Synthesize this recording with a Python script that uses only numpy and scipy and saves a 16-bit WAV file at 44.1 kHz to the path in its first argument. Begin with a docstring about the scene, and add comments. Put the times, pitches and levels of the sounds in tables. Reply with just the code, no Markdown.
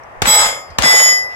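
"""Two handgun shots at steel plates

Outdoors on a sand range, with a camera's stereo microphone a few metres behind the shooter.
Each muzzle blast overloads the microphone; 40 ms later the bullet smacks a hanging steel plate,
which rings and swings. The sand bank and the woods behind it throw the blasts back."""
import sys
import numpy as np
from scipy import signal
from scipy.fft import rfft, irfft
from scipy.io import wavfile
from scipy.ndimage import uniform_filter1d, minimum_filter1d

SR = 44100
rng = np.random.default_rng(int(sys.argv[2]) if len(sys.argv) > 2 else 0)


def store_wav(level_fs):
    """Save 16-bit WAV to argv[1]."""
    pcm = np.round(np.clip(np.atleast_2d(level_fs), -1, 1) * 32767)
    wavfile.write(sys.argv[1], SR, pcm.T.astype(np.int16))


N = 59535
TIME = np.arange(N) / SR
HZ = np.fft.rfftfreq(N, 1 / SR)


def amp(db):
    """Decibels to gain."""
    return 10 ** (np.asarray(db) / 20)


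def unit_rms(x):
    """Scales to rms 1."""
    return x / np.sqrt(np.mean(x ** 2) + 1e-20)


def curve(points, hz):
    """Reads a table on a log-frequency axis."""
    freqs, values = np.transpose(points)
    return np.interp(np.log(hz + 1), np.log(abs(freqs) + 1), values)


def pan(db):
    """Left and right gains for a left-minus-right level."""
    return amp(np.array([[db / 2], [-db / 2]]))


def since(start):
    """Seconds since a moment, zero before it."""
    return np.maximum(TIME - start, 0)


def bell(hz, octaves):
    """A bell-shaped spectrum in dB."""
    return -40 * np.log10(1 + (np.log2((HZ + 1) / hz) / octaves) ** 2 / 2)


def hold_and_decay(t, hold, t60, knee_s=0.04):
    """Level that holds, then bends into an exponential decay."""
    return amp(-60 * knee_s * np.logaddexp(0, (t - hold) / knee_s) / t60)


def falling_sine(t, end_hz, drop_hz, glide_s):
    """A sine that glides down by drop_hz to settle at end_hz."""
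    turns = end_hz * t + drop_hz * glide_s * (1 - np.exp(-t / glide_s))
    return np.sin(2 * np.pi * turns)


# How alike the microphone's two ports sound: (frequency [Hz], correlation [-1..1])
PORT_CORRELATION = [(50, -0.1), (200, 0.7), (500, 0.72), (900, 0.075), (1500, -0.44), (2500, -0.028),
                    (5000, -0.19), (15000, -0.53)]

def noise(spectrum_db):
    """Coloured noise as the two microphone ports hear it."""
    left, independent = rfft(rng.standard_normal((2, N)))
    alike = np.clip(curve(PORT_CORRELATION, HZ), -1, 1)
    right = alike * left + np.sqrt(1 - alike ** 2) * independent
    return unit_rms(irfft(np.array([left, right]) * amp(spectrum_db), N))


def burst(start, db, decay, hz, octaves, pan_db):
    """A sudden puff of band noise that dies away."""
    envelope = (TIME > start) * np.exp(-since(start) / decay)
    return amp(db) * pan(pan_db) * envelope * noise(bell(hz, octaves))


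def swell(peak_s, db, half_width_s, hz):
    """Band noise that comes and goes smoothly."""
    return amp(db) * np.exp(-((TIME - peak_s) / half_width_s) ** 2) * noise(bell(hz, octaves=0.7))


# Far end of the range: (frequency [Hz], spectral level [dB])
DISTANT_SPECTRUM = [(15, -46), (25, -25), (102, -6.5), (195, -18), (344, -14), (624, -1), (1130, -2.5),
                    (1520, -9.5), (1840, -7), (4250, -37.5), (4870, -33), (14400, -45), (16000, -53.5)]

def distant_range():
    """Far echoes of earlier shots, blurred into a steady bed."""
    return amp(-37) * pan(db=2) * noise(curve(DISTANT_SPECTRUM, HZ))


# Low swells at the microphone: (peak time [s], level [dB], half-width [s], centre [Hz])
RUMBLE_SWELLS = [(0.35, -33, 0.11, 18), (0.71, -44, 0.026, 79), (0.41, -50.5, 0.075, 65)]

def low_rumbles():
    """Low rumbles, mostly on the right port: a deep one under the first plate's ring,
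    and a light puff of wind at 0.71 s."""
    steady = amp(-56) * noise(bell(hz=66.5, octaves=0.81))
    return pan(db=-13) * (steady + sum(swell(*rumble) for rumble in RUMBLE_SWELLS))


# Spent cases: (time [s], level [dB], decay [s], centre [Hz], width [octaves], left-right [dB])
CASE_TICKS = [(.036, -43.5, 0.0035, 5650, 0.089, 4), (.703, -45, .012, 4730, 0.54, 8)]

def spent_cases():
    """Spent cases tick faintly, left of the microphone."""
    return sum(burst(*tick) for tick in CASE_TICKS)


# Colour of the echoes from downrange: (frequency [Hz], spectral level [dB])
WASH_SPECTRUM = [(30, -28.5), (150, -20), (350, -21.5), (520, -4.5), (900, -3.5), (1500, -5), (2100, -4.5),
                 (2700, -12), (3700, -10), (5000, -13.5), (7800, -12.5), (9700, -44), (16000, -47)]
# Their decay, before each shot's stretch: (frequency [Hz], T60 [s])
WASH_T60 = [(60, 0.63), (250, 0.92), (700, 0.68), (2000, 0.5), (4500, 0.32), (12000, 0.18)]
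# Their balance at the microphone: (frequency [Hz], left-right [dB])
WASH_BALANCE = [(50, -12.5), (200, 4), (700, 4), (2000, 1.5), (5000, 4.5), (15000, -28.5)]

def echo_wash(start, db, hold, stretch, delay_s=0.024, rise_s=0.016):
    """Dense echoes from bank and woods; the level flickers and the treble dies first."""
    hz, t, bands = signal.stft(noise(curve(WASH_SPECTRUM, HZ)), SR, nperseg=512, noverlap=384)
    bands *= hold_and_decay(t[None] - start, hold, stretch * curve(WASH_T60, hz)[:, None])
    bands *= amp(np.array([[0.5], [-0.5]]) * curve(WASH_BALANCE, hz))[:, :, None]
    tail = signal.istft(bands, SR, nperseg=512, noverlap=384)[1][:, :N]
    flicker = amp(2.55 * unit_rms(uniform_filter1d(rng.standard_normal(N), size=300)))
    onset = 1 - np.exp(-since(start + delay_s) / rise_s)
    return amp(db - 16) * onset * flicker * tail


# Reflections: (time [s], level [dB], decay [s], centre [Hz], width [octaves], left-right [dB])
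REFLECTIONS = [(.2563, -8, .004, 1600, .6, 3), (.272, -15, .012, 1200, 1.0, 3),
               (.8435, -9.5, .006, 1500, .7, 3), (.358, -15, .03, 700, .55, 4),
               (.925, -12, .016, 950, 1.3, 3), (.428, -18, .02, 1000, .7, 3), (.376, -13, .01, 650, .6, 3),
               (.405, -15, .008, 1200, .8, 3), (.941, -12, .01, 600, .5, 3)]

def distinct_echoes(last_shot):
    """Short reflections follow each shot; one faint echo of the last returns from far off."""
    far_echo = swell(last_shot + 0.542, db=-42, half_width_s=0.027, hz=1800)
    return far_echo + sum(burst(*reflection) for reflection in REFLECTIONS)


# Booms from the bank downrange: (time [s], level [dB])
BANK_BOOMS = [(0.269, -24), (.835, -23.5)]

def bank_boom(start, db, peak_s=0.0098, roughness=0.92):
    """The sand bank returns the thump as a rough boom that falls in pitch."""
    t = since(start)
    tone = falling_sine(t, end_hz=138.3, drop_hz=134.6, glide_s=0.022)
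    rumble = roughness * noise(bell(hz=181, octaves=0.82))
    envelope = t / peak_s * np.exp(1 - t / peak_s)
    return amp(db) * envelope * (tone + rumble)


# Impacts downrange: (time [s], level [dB], decay [s], centre [Hz], width [octaves], left-right [dB])
SMACKS = [(.2622, -15, .002, 7000, 1.2, 0), (.8225, -9, .002, 4000, 1.2, 2),
          (.8265, -14, .0012, 5500, .5, 0)]

def bullet_smacks():
    """Bullets hit the steel with short, bright smacks."""
    return sum(burst(*smack) for smack in SMACKS)


def waver(rate_hz=21.2, step=64):
    """Slow random drift of level and phase, different at each port."""
    points = N // step + 2
    real, imag = rng.standard_normal((2, 2, points))
    lowpass = np.exp(-(np.fft.fftfreq(points, step / SR) / rate_hz) ** 2 / 2)
    drift = np.fft.ifft(np.fft.fft(real + 1j * imag) * lowpass)
    drift /= np.sqrt(np.mean(abs(drift) ** 2))
    return np.array([np.interp(TIME, np.arange(points) * step / SR, port) for port in drift])


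def plate_shimmer(t, low_hz=5506, top_hz=15340, count=24):
    """A plate's many weak high modes blend into a shimmer."""
    out = np.zeros((2, N))
    for k, (offset, weakness) in enumerate(rng.random((count, 2))):
        hz = low_hz + (top_hz - low_hz) * (k + offset) / count
        out += amp(-10 * weakness) * (waver() * np.exp(2j * np.pi * hz * t)).real
    return unit_rms(out)


# Modes of the two plates hanging downrange: (frequency [Hz], level [dB], T60 [s],
# a dip's time after the hit [s], dip spacing [s], dip floor [0..1], left-right [dB])
FIRST_PLATE_MODES = [(848, -17.5, 0.36, 0.033, 0.25, 0.85, 5.5), (1252, -21, 0.59, 0.056, 0.21, 0.47, 2.5),
                     (2110, -17.5, 0.57, 0.085, 0.3, 0.65, -0.5), (2166, -22, 0.43, 0.18, 0.23, 0.097, 13),
                     (3175, -31.5, 0.66, 0.087, 0.3, 0.05, -15), (3337, -16, 0.28, 0.14, 0.68, 0.35, 18),
                     (3436, -26.5, 0.53, 0.417, 0.36, 0.1, 14.5), (3735, -35, 0.45, 0.36, 0.33, 0.14, -9),
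                     (3913, -21, 0.22, 0.2, 0.41, 0.86, -14.5), (4720, -26, 0.72, 0.33, 0.54, 0.27, 1),
                     (5098, -15, 0.46, 0.357, 0.3, 0.75, 8), (5760, -44.5, 0.58, 0.54, 0.36, 0.05, -3),
                     (5960, -18, 0.31, 0.16, 0.68, 0.36, 6.5), (7024, -16, 0.44, 0.082, 0.37, 0.094, -12),
                     (7800, -7, 0.23, 0.21, 0.29, 0.72, -7.5), (7990, -24.5, 0.41, 0.009, 0.38, 0.05, 1),
                     (8200, -33, 0.17, 0.113, 0.16, 0.31, 4), (8960, -33.5, 0.34, 0.27, 0.37, 0.85, 10),
                     (9607, -20, 0.3, 0.045, 0.55, 0.82, 6.5), (10200, -44.5, 0.2, 0.093, 0.15, 0.53, -1.5),
                     (10550, -24.5, 0.34, 0.2, 0.66, 0.074, 12), (10896, -35, 0.61, 0.16, 0.29, 0.08, -4),
                     (11460, -21, 0.2, 0.375, 0.22, 0.17, 13), (11590, -25, 0.26, 0.12, 0.38, 0.52, -18.5),
                     (12893, -39, 0.47, 0.086, 0.22, 0.61, 6), (14000, -19.5, 0.236, 0.18, 0.6, 0.05, 8.5),
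                     (16000, -26, 0.27, 0.36, 0.59, 0.05, -8)]
SECOND_PLATE_MODES = [(864, -21.5, 0.41, 0.3, 0.66, 0.35, 2), (1192, -27.5, 0.71, 0.17, 0.23, 0.23, 5),
                      (1993, -8, 0.8, 0.2, 0.26, 0.75, 1.5), (3074, -25, 0.44, 0.076, 0.37, 0.1, -5),
                      (3417, -16.5, 0.2, 0.17, 0.64, 0.15, 8), (3710, -36.5, 0.2, 0.13, 0.11, 0.66, -18),
                      (4630, -36, 0.61, 0.08, 0.37, 0.05, -9), (5085, -10.5, 0.52, 0.17, 0.31, 0.46, 8),
                      (5560, -29.5, 0.45, 0.048, 0.39, 0.05, 6), (5720, -36, 0.72, 0.2, 0.26, 0.58, 8),
                      (6957, -8, 0.4, 0.074, 0.38, 0.14, -1.5), (7860, -23.5, 0.17, 0.23, 0.82, 0.084, 19),
                      (8060, -29.5, 0.18, 0.27, 0.44, 0.12, -12), (8920, -35.5, 0.56, 0.2, 0.25, 0.38, 11),
                      (9045, -33, 0.24, 0.024, 0.22, 0.2, 9.5), (10500, -32, 0.17, 0.28, 0.19, 0.21, 13),
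                      (10810, -28, 0.44, 0.47, 0.41, 0.12, -10.5), (11070, -35, 0.2, 0.2, 0.15, 0.18, 23.5),
                      (11300, -36.5, 0.52, 0.005, 0.54, 0.32, 21.5),
                      (11900, -44, 0.2, 0.234, 0.43, 0.05, 3), (13100, -42, 0.52, 0.23, 0.22, 0.35, 9),
                      (13400, -36.5, 0.28, 0.15, 0.35, 0.2, 9), (14746, -34, 0.54, 0.42, 0.43, 0.11, -1)]
# Each plate's ring at the microphone: (lead of the left port [s])
PLATE_LEADS = [.000135, -.00031]
# One hit on each plate: (time [s], level [dB], rise [s], hold [s], relative shimmer level [dB])
PLATE_HITS = [(.262, 2, 0.027, 0.16, -31.5), (0.825, 5, 0.04, 0.23, -29.5)]

def plate_ring(modes, lead, start, db, rise, hold, shimmer_db):
    """A struck plate rings; as it swings, each mode's lobes sweep past the microphone."""
    t, ring = since(start), np.zeros((2, N))
    for hz, mode_db, t60, dip, spacing, floor, pan_db in modes:
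        swing = np.pi * (t - dip) / spacing
        lobe = np.hypot(np.sin(swing), floor * np.cos(swing))
        # Reflections make each mode waver, the high ones most.
        reflected = np.clip(0.057 + 0.68 * (hz / 15340) ** 2, 0, 1)
        direct = np.exp(2j * np.pi * (rng.random() - hz * np.array([[0], [lead]])))
        phasor = np.sqrt(1 - reflected ** 2) * direct + reflected * waver()
        tone = (phasor * np.exp(2j * np.pi * hz * t)).real
        ring += amp(mode_db) * pan(pan_db) * lobe * hold_and_decay(t, hold, t60) * tone
    ring += amp(shimmer_db) * plate_shimmer(t) * hold_and_decay(t, hold, t60=0.43)
    return amp(db) * (1 - np.exp(-t / rise)) * ring


def microphone_thump(start, left_db=-48, right_db=-14, fade_s=0.033):
    """The pressure wave sets the right microphone port swinging, slower and slower."""
    t = since(start)
    swing = falling_sine(t, end_hz=51.6, drop_hz=125, glide_s=0.0097)
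    return amp([[left_db], [right_db]]) * swing * np.exp(-(t / fade_s) ** 2)


# The muzzle blast from a few metres behind: (frequency [Hz], spectral level [dB])
BLAST_SPECTRUM = [(88, -40), (150, 0), (716, -1), (2500, -4.5), (3840, -3), (4240, -10.5), (7920, -5),
                  (9820, -23.5), (14800, -15), (16000, -28)]
# Its scatter off the near ground: (frequency [Hz], spectral level [dB])
SCATTER_SPECTRUM = [(120, -9), (200, -7), (328, -9), (735, 0), (1400, -5), (1940, -4), (7410, -16.5),
                    (9400, -22.5), (16000, -37.5)]

def muzzle_blast(start, db, rise_s=0.00039, overload=0.9):
    """Crack, body, ground bounce and scatter add up and overload the microphone."""
    t = since(start)
    crack = burst(start, db=-7, decay=0.0015, hz=4000, octaves=0.4, pan_db=3.5)
    body = amp(-2.5) * np.exp(-t / 0.0043) * noise(curve(BLAST_SPECTRUM, HZ))
    bounce = burst(start + 0.0034, db=-0.5, decay=0.0014, hz=1110, octaves=0.66, pan_db=6)
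    scatter = amp(-20) * pan(db=10) * np.exp(-t / 0.1) * noise(curve(SCATTER_SPECTRUM, HZ))
    pressure = amp(db) * (1 - np.exp(-t / rise_s)) * (crack + body + bounce + scatter)
    return overload * np.tanh(pressure / overload)


# At the firing line: (time [s], blast gain [dB], wash gain [dB], wash hold [s], T60 stretch [ratio])
SHOTS = [(.2192, -1, 1, 0.26, 0.65), (0.7849, -1, 0, 0.25, 0.89)]

def scene():
    """The range from behind the shooter: two shots, their echoes and the ringing plates."""
    out = distant_range() + low_rumbles()
    for start, blast_db, wash_db, hold, stretch in SHOTS:
        out += muzzle_blast(start, blast_db) + microphone_thump(start)
        out += echo_wash(start, wash_db, hold, stretch)
    out += distinct_echoes(last_shot=SHOTS[-1][0]) + bullet_smacks() + spent_cases()
    for boom in BANK_BOOMS:
        out += bank_boom(*boom)
    for modes, lead, hit in zip((FIRST_PLATE_MODES, SECOND_PLATE_MODES), PLATE_LEADS, PLATE_HITS):
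        out += plate_ring(modes, lead, *hit)
    return out


def record(dry):
    """The camera's fast limiter holds the peaks under full scale; a low-pass cuts the top treble."""
    ceiling, cutoff_hz = 0.97, 16100
    safe_gain = np.minimum(1, ceiling / (abs(dry) + 1e-9))
    gain = uniform_filter1d(minimum_filter1d(safe_gain, size=65, axis=1), size=65, axis=1)
    lowpass = signal.firwin(255, cutoff_hz, window=("kaiser", 8), fs=SR)
    return signal.oaconvolve(dry * gain, lowpass[None], "same")


dry = scene()
out = record(dry)
store_wav(out)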